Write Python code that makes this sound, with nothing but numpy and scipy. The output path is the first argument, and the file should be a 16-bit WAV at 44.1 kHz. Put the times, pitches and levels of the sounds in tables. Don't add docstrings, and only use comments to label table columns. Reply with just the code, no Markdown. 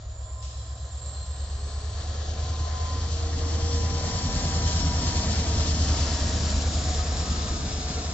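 import sys
import numpy as np
from scipy import signal
from scipy.io import wavfile
from scipy.ndimage import map_coordinates

SR = 44100
rng = np.random.default_rng(int(sys.argv[2]) if len(sys.argv) > 2 else 0)


def transcribe(signal):
    frames = np.atleast_2d(signal).T
    limited = np.clip(frames, -1, 1)
    pcm = np.round(limited * 32767).astype(np.int16)
    wavfile.write(sys.argv[1], SR, pcm)


def convert_level_to_amplitude(level_db):
    exponent = np.asarray(level_db, float) / 20
    return 10 ** exponent


N = 358753
HOP = 64
HOPS = np.arange(N) / HOP
HOP_S = np.arange(0, N, HOP) / SR
SPEED_M_S, SOUND_M_S = 18.837, 343
BLOWER_ABEAM_S, BLOWER_M = 4.647, 26.76
ENGINE_ABEAM_S, ENGINE_M = 5.0238, 23.291


def in_time(rows, step=1):
    s, *columns = np.transpose(rows)
    return [np.interp(np.arange(0, N, step) / SR, s, c) for c in columns]


def at_hz(points, hz):
    point_hz, value = np.transpose(points)
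    return np.interp(np.log(hz), np.log(point_hz), value)


def fine(coarse):
    return np.interp(HOPS, np.arange(len(coarse)), coarse)


def drift(rate_hz):
    r = np.exp(-2 * np.pi * HOP * rate_hz / SR)
    settle = 1000
    white = rng.standard_normal(N // HOP + 1 + settle)
    slow = signal.lfilter([1], [1, -2 * r, r * r], white)[settle:]
    return slow / slow.std()


def swells(rows):
    mid, half, db = np.transpose(rows)[:, :, None]
    away = (HOP_S - mid) / half
    bells_db = db - 12 * away ** 2
    return 10 * np.log10((convert_level_to_amplitude(bells_db) ** 2).sum(axis=0) + 1e-14)


def notes(rows):
    mid, half, hz, arch, db = np.transpose(rows)
    away = (HOP_S[:, None] - mid) / half
    pitch = hz - arch * np.minimum(away ** 2, 2)
    nearest = np.abs(away).argmin(axis=1)
    return pitch[np.arange(len(away)), nearest], swells(np.transpose([mid, half, db]))


# [t/s, 0 far - 1 near]
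NEARNESS = [(0, 0.064), (1.5, 0.2), (3, 0.49), (4.5, 0.78), (6.5, 0.74), (8.135, 0.81)]


def nearness():
    return in_time(NEARNESS, HOP)[0]


def ahead(abeam_s, side_m):
    along = SPEED_M_S * (abeam_s - HOP_S)
    distance = np.hypot(along, side_m)
    return along / distance, distance / side_m


def doppler(abeam_s, side_m):
    return 1 / (1 - SPEED_M_S / SOUND_M_S * ahead(abeam_s, side_m)[0])


def crank():
    low, high = 7.38064, 9.68129
    rise = 1 / (1 + np.exp((1.83004 - HOP_S) / .76988))
    return (low + (high - low) * rise) * doppler(ENGINE_ABEAM_S, ENGINE_M)


# [f/Hz, left minus right level/dB]
PORTS = [(60, 0), (400, .8), (1250, 1), (1820, .3), (2670, 5), (3900, 7), (5400, 7), (6200, 1), (6850, -5),
         (7300, -10), (7600, -11), (8100, -12)]


def ports(hz):
    tilt_db = at_hz(PORTS, hz) / 2
    return convert_level_to_amplitude(np.array([tilt_db, -tilt_db])).reshape(2, -1)


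def whine(hz, level_db, width_hz, clean):
    phase = 2 * np.pi * np.cumsum(fine(hz)) / SR
    smear = np.sqrt(1 - clean ** 2)
    heard = []
    for gain in convert_level_to_amplitude(level_db) * ports(hz):
        in_phase = np.sqrt(2) * clean + smear * drift(width_hz)[:len(hz)]
        quarter = smear * drift(width_hz)[:len(hz)]
        heard.append(fine(gain * in_phase) * np.cos(phase) + fine(gain * quarter) * np.sin(phase))
    return np.array(heard)


# [t/s of middle, half length/s, f/Hz, arch/Hz, level/dB]
SMALL_NOTES = [
    (.28, 0.059, 3420, -2.5, -63),
    (.855, .12, 6260, 1900, -61),
    (1.08, 0.069, 5700, 498, -69),
    (6.36, .05, 6770, -2, -51),
    (7.95, 0.046, 6800, 5, -57),
]
# [t/s of middle, half length/s, f/Hz, arch/Hz, level/dB]
WAGON_RING = [
    (7.02, .035, 1260, -1.5, -41),
    (7.4, 0.24, 1266, 29.5, -44),
    (7.7, .15, 1214, 7, -54),
]
# [t/s of middle, half length/s, f/Hz, arch/Hz, level/dB]
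BODY_RING_AND_DRONE = [
    (2.3, .4, 735, 0, -48.5),
    (2.76, .2, 715, 0, -42.5),
    (3.6, .75, 295.3, 0.0055, -44.5),
]


def small_sounds():
    clear = whine(*notes(SMALL_NOTES), 30, .8)
    return clear + whine(*notes(WAGON_RING), 30, .45) + whine(*notes(BODY_RING_AND_DRONE), 35, .1)


def valve():
    start_s, start_db, t60_s = .425, -38, 1.3
    since = np.arange(N) / SR - start_s
    jet_band = signal.butter(2, [3000, 7600], "band", fs=SR, output="sos")
    jet = signal.sosfilt(jet_band, rng.standard_normal((2, N)))
    return jet * (since > 0) * convert_level_to_amplitude(start_db - 60 * np.maximum(since, 0) / t60_s)


# [f/Hz, left-right likeness]
LIKENESS = [(60, 0.99), (110, 0.98), (210, 0.98), (380, 0.83), (710, 0.8), (1310, 0.39), (2420, 0.39),
            (4490, 0.55), (8320, 0.73)]


def noise(colours, low_hz, high_hz, per_octave, puff_db, own_db, sum_from_hz=0):
    count = round(per_octave * np.log2(high_hz / low_hz))
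    edges = np.geomspace(low_hz, high_hz, count + 1)
    centres = np.sqrt(edges[1:] * edges[:-1])
    far_db, near_db = (at_hz(c, centres)[:, None] for c in colours)
    gains = convert_level_to_amplitude(far_db + nearness() * (near_db - far_db))
    counted_hz = np.diff(edges) * (centres > sum_from_hz)
    power = (gains ** 2 * counted_hz[:, None]).sum(axis=0) * 2 / SR
    white = rng.standard_normal((2, 2, N))
    puffs = drift(17) + .39 * drift(25)
    out = 0
    for k, hz in enumerate(centres):
        band = signal.butter(2, edges[k:k + 2], "band", fs=SR, output="sos")
        mid, side = signal.sosfilt(band, white[k % 2])
        alike = at_hz(LIKENESS, hz)
        pair = np.sqrt((1 + alike) / 2) * mid + np.sqrt((1 - alike) / 2) * side * [[1], [-1]]
        if hz > 1800:
            late = .45
            quarter = round(SR / hz / 4) * (-1) ** (k // 2)
            pair[1] = np.sqrt(1 - late ** 2) * pair[1] + late * np.roll(pair[0], quarter)
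        waver = convert_level_to_amplitude(puff_db * puffs + own_db * drift(2.74))
        out = out + fine(gains[k] / np.sqrt(power) * waver) * pair * ports(hz)
    return out


# [t/s, level/dB]
ROLLING = [(0, -56.5), (.15, -58), (.36, -57), (.9, -53.5), (1.35, -51), (2.2, -45), (3.0, -42.5),
           (3.8, -40), (4.5, -35.5), (5.05, -35.5), (5.8, -36), (5.9, -34.5), (6.3, -36.5), (7.05, -38.5),
           (7.6, -39), (7.85, -40.5), (7.9, -38), (8.13, -41)]


def rolling_gain(abeam_db, share, wagons_db):
    passed = np.maximum(-ahead(ENGINE_ABEAM_S, ENGINE_M)[0], 0)
    swing_db = in_time(ROLLING, HOP)[0] + 34
    return convert_level_to_amplitude(fine(abeam_db + share * swing_db + wagons_db * passed))


# [f/Hz, level/dB per Hz]
RUMBLE = [
    [(20, -10.5), (33, -13), (45, 6), (60, -12), (110, 5.5), (150, -18), (230, -23), (350, -18.5)],
    [(20, -19.5), (33, -21), (45, -1), (60, -6), (110, -18.5), (160, -13), (270, -13.5), (350, -29)],
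]


def rumble():
    return rolling_gain(-34, 1.03, 1.82) * noise(RUMBLE, 18.3, 350, 3, puff_db=-.86, own_db=1.6, sum_from_hz=110)


# [f/Hz, level/dB per Hz]
ROAR = [
    [(210, -43), (350, -16), (494, -3.5), (643, -2.5), (752, -3), (872, -16.5), (1040, -4.5), (1120, -12), (1240, -5.5), (1450, -15), (1810, -11.5), (2170, -27), (2500, -13), (3250, -49), (5500, -120)],
    [(210, -33), (350, -8), (399, -10), (459, -0.5), (515, -6.5), (687, 0), (740, -4.5), (872, -11), (1050, -7.5), (1500, -10.5), (1710, -9.5), (2400, -12.5), (2500, -12.5), (3250, -45), (5500, -120)],
]


def roar():
    return rolling_gain(-36, .74, .11) * noise(ROAR, 355, 2457, 6, puff_db=.75, own_db=1.2)


# [f/Hz, level/dB per Hz]
HISS = [
    [(2500, -16.5), (3400, -7), (4100, -5), (5100, -9), (6000, -13.5), (6800, -4.5), (7400, -13.5), (8100, -45.5)],
    [(2500, -4.5), (3300, -3), (4400, 0.5), (4850, 0), (5400, 3), (5950, 1.5), (6600, 0.5), (7200, 3.5), (7550, -15), (7850, -40), (8100, -22)],
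]


def hiss():
    return rolling_gain(-32, 1.04, .28) * noise(HISS, 2500, 8100, 9, puff_db=.9, own_db=.45)


# [t/s of middle, half length/s, level/dB]
LOW_MESH = [(1.75, .3, -58), (2.5, .6, -57), (3.3, 0.34, -47), (3.8, 0.55, -43), (4.65, 0.37, -49.5),
            (5.5, 0.45, -47), (6.3, 0.71, -56), (7.1, .5, -57), (7.85, 0.66, -52)]
HIGH_MESH = [(.1, 0.83, -64.5), (2.4, 0.33, -54), (3.7, 0.61, -53), (4.6, .5, -49), (5.3, .3, -53),
             (6.0, 0.35, -57), (7.0, 0.48, -50), (7.9, 0.33, -51.5)]


def gears():
    low = whine(47.4 * crank(), swells(LOW_MESH) + 3, 5, .92)
    return low + whine(79.1 * crank(), swells(HIGH_MESH) + 4, 4, .9)


# [t/s, f/Hz, level/dB]
INTAKE = [(0, 7000, -57), (.25, 7220, -49), (.5, 7300, -51), (.85, 7310, -51), (1.07, 7400, -45),
          (1.3, 7500, -50), (1.8, 7750, -55), (2.05, 7810, -61), (2.4, 7850, -95)]
# [t/s of middle, half length/s, f/Hz, arch/Hz, level/dB]
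HOT_AIR = [
    (.55, .25, 5200, 0, -58),
    (4.9, 1.0, 5460, 0.002, -47.5),
    (5.95, .6, 5250, 0, -42.5),
]


def air_rush():
    return whine(*in_time(INTAKE, HOP), 150, 0) + whine(*notes(HOT_AIR), 230, 0)


# [t/s of middle, half length/s, level/dB]
TURBO_AHEAD_SWELLS = [(.6, .1, -63), (.82, .08, -68), (1.15, 0.18, -60), (1.45, .3, -65), (1.85, .4, -61.5),
                      (3.0, .15, -63.5), (3.6, 0.48, -67.5)]
TURBO_ABEAM_SWELLS = [
    (2.3, 1.5, -77.5),
    (3.7, .4, -53.5),
    (4.3, .6, -51.5),
    (4.9, .5, -48.5),
    (5.5, .4, -56.5),
]


def turbos():
    front = whine(487 * crank(), swells(TURBO_AHEAD_SWELLS) + 7, 45, .5)
    full_hz, full_s, rise_hz_s = 5522, 3.9, 240
    run_up_hz = full_hz - rise_hz_s * np.maximum(full_s - HOP_S, 0)
    side_hz = run_up_hz * doppler(BLOWER_ABEAM_S, BLOWER_M)
    return front + whine(side_hz, swells(TURBO_ABEAM_SWELLS) + 7, 25, .85)


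# [t/s of middle, half length/s, level/dB]
BLOWER_SWELLS = [(.4, 0.21, -50), (.8, 0.4, -53), (1.25, 0.23, -53.5), (1.85, 0.58, -52), (2.45, 0.2, -48),
                 (2.8, 0.3, -39.5), (3.7, 0.52, -43.5), (4.2, .25, -41), (4.6, 0.28, -39), (5.1, .5, -39),
                 (5.6, 0.22, -44), (6.0, 0.28, -43), (6.35, 0.35, -47.5), (7.0, .15, -59), (7.6, .3, -54),
                 (8.0, 0.34, -56.5)]


def blower():
    hz = 980.64 * doppler(BLOWER_ABEAM_S, BLOWER_M)
    level_db = swells(BLOWER_SWELLS)
    return whine(hz, level_db - 3.5, 5.2, .78) + whine(hz / 2, level_db - 17.5, 4.5, .61)


# [multiple of crank rate, level column, far share/dB, near share/dB, polarity]
ORDERS = [(4, 1, -10, -10, 1), (5, 1, -4, -2, -1), (6, 1, -6, -5, -1), (7, 2, -5, -6, 1), (8, 0, 0, 0, 1),
          (9, 2, -3, -3.5, 1), (10, 2, -9, -9, 1), (11, 2, -9, -7, -1), (12, 3, -22, -12, -1),
          (13, 3, 2, -18, 1), (14, 3, -24, -4, 1), (15, 3, -8, -15, 1), (16, 3, -26, -3, 1),
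          (17, 3, -24, -5, 1), (18, 3, -26, -13, 1), (19, 3, -28, -14, 1)]
# [t/s, level/dB]
FIRING = [(0, -38.5), (.5, -35.5), (1.0, -36.5), (1.5, -31), (2.05, -32.8), (2.55, -28), (3.05, -28),
          (3.55, -26.5), (3.85, -25), (4.3, -36), (4.6, -25), (5.1, -30), (5.85, -24.5), (6.1, -27),
          (6.7, -26.5), (7.15, -28.5), (7.7, -33), (8.135, -34)]
# [t/s of middle, half length/s, level/dB]
LOW_ORDERS = [(0, 0.46, -45), (.8, 1.5, -57), (1.7, .5, -45), (2.6, 0.74, -47), (3.5, 0.82, -44),
              (4.85, 0.14, -32), (5.7, 1.5, -42.5), (7.6, 0.37, -37.5), (7.5, 1.5, -49.5)]
UPPER_ORDERS = [(0, 0.4, -47), (.8, 0.86, -44), (3.0, .8, -46), (4.6, 1.1, -33), (5.9, 0.53, -45),
                (7.2, 1, -46.5)]


def exhaust():
    start_turns, pipe_lag_cycles = .228, .28
    turn = np.cumsum(fine(crank())) / SR + start_turns
    spread_db = 20 * np.log10(ahead(ENGINE_ABEAM_S + .36, ENGINE_M)[1])
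    neighbours_db = -31.5 - .83 * spread_db
    levels_db = [in_time(FIRING, HOP)[0], swells(LOW_ORDERS), neighbours_db, swells(UPPER_ORDERS)]
    near, out = nearness(), 0
    for order, column, far_db, near_db, polarity in ORDERS:
        loose = order != 8
        level_db = levels_db[column] + far_db + near * (near_db - far_db)
        waver_db = 1.2 * drift(1)[:len(near)]
        wander = fine(.03 * drift(1))
        wave = np.cos(2 * np.pi * (order * turn - pipe_lag_cycles + loose * wander))
        out = out + polarity * fine(convert_level_to_amplitude(level_db + loose * waver_db)) * wave
    return np.sqrt(2) * out


def scene():
    rolling = rumble() + roar() + hiss()
    machinery = gears() + air_rush() + turbos() + blower()
    return small_sounds() + valve() + rolling + machinery + exhaust()


def band_limit(x):
    return signal.sosfilt(signal.butter(12, 8920, fs=SR, output="sos"), x)


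# [t/s, samples early]
LEFT_LAG = [(0, 0), (1.5, 1), (3, 2), (4.5, 4), (5.7, 3), (6.4, 0), (8.135, -3)]


def record(dry):
    lead, = in_time(LEFT_LAG)
    left = map_coordinates(dry[0], [np.arange(N) + lead], order=3, mode="nearest")
    heard = []
    for port, top_hz in ((left, 7910), (dry[1], 8000)):
        top = signal.ellip(12, .5, 70, top_hz, fs=SR, output="sos")
        heard.append(signal.sosfilt(top, port))
    return band_limit(np.array(heard))


dry = scene()
out = record(dry)
transcribe(out)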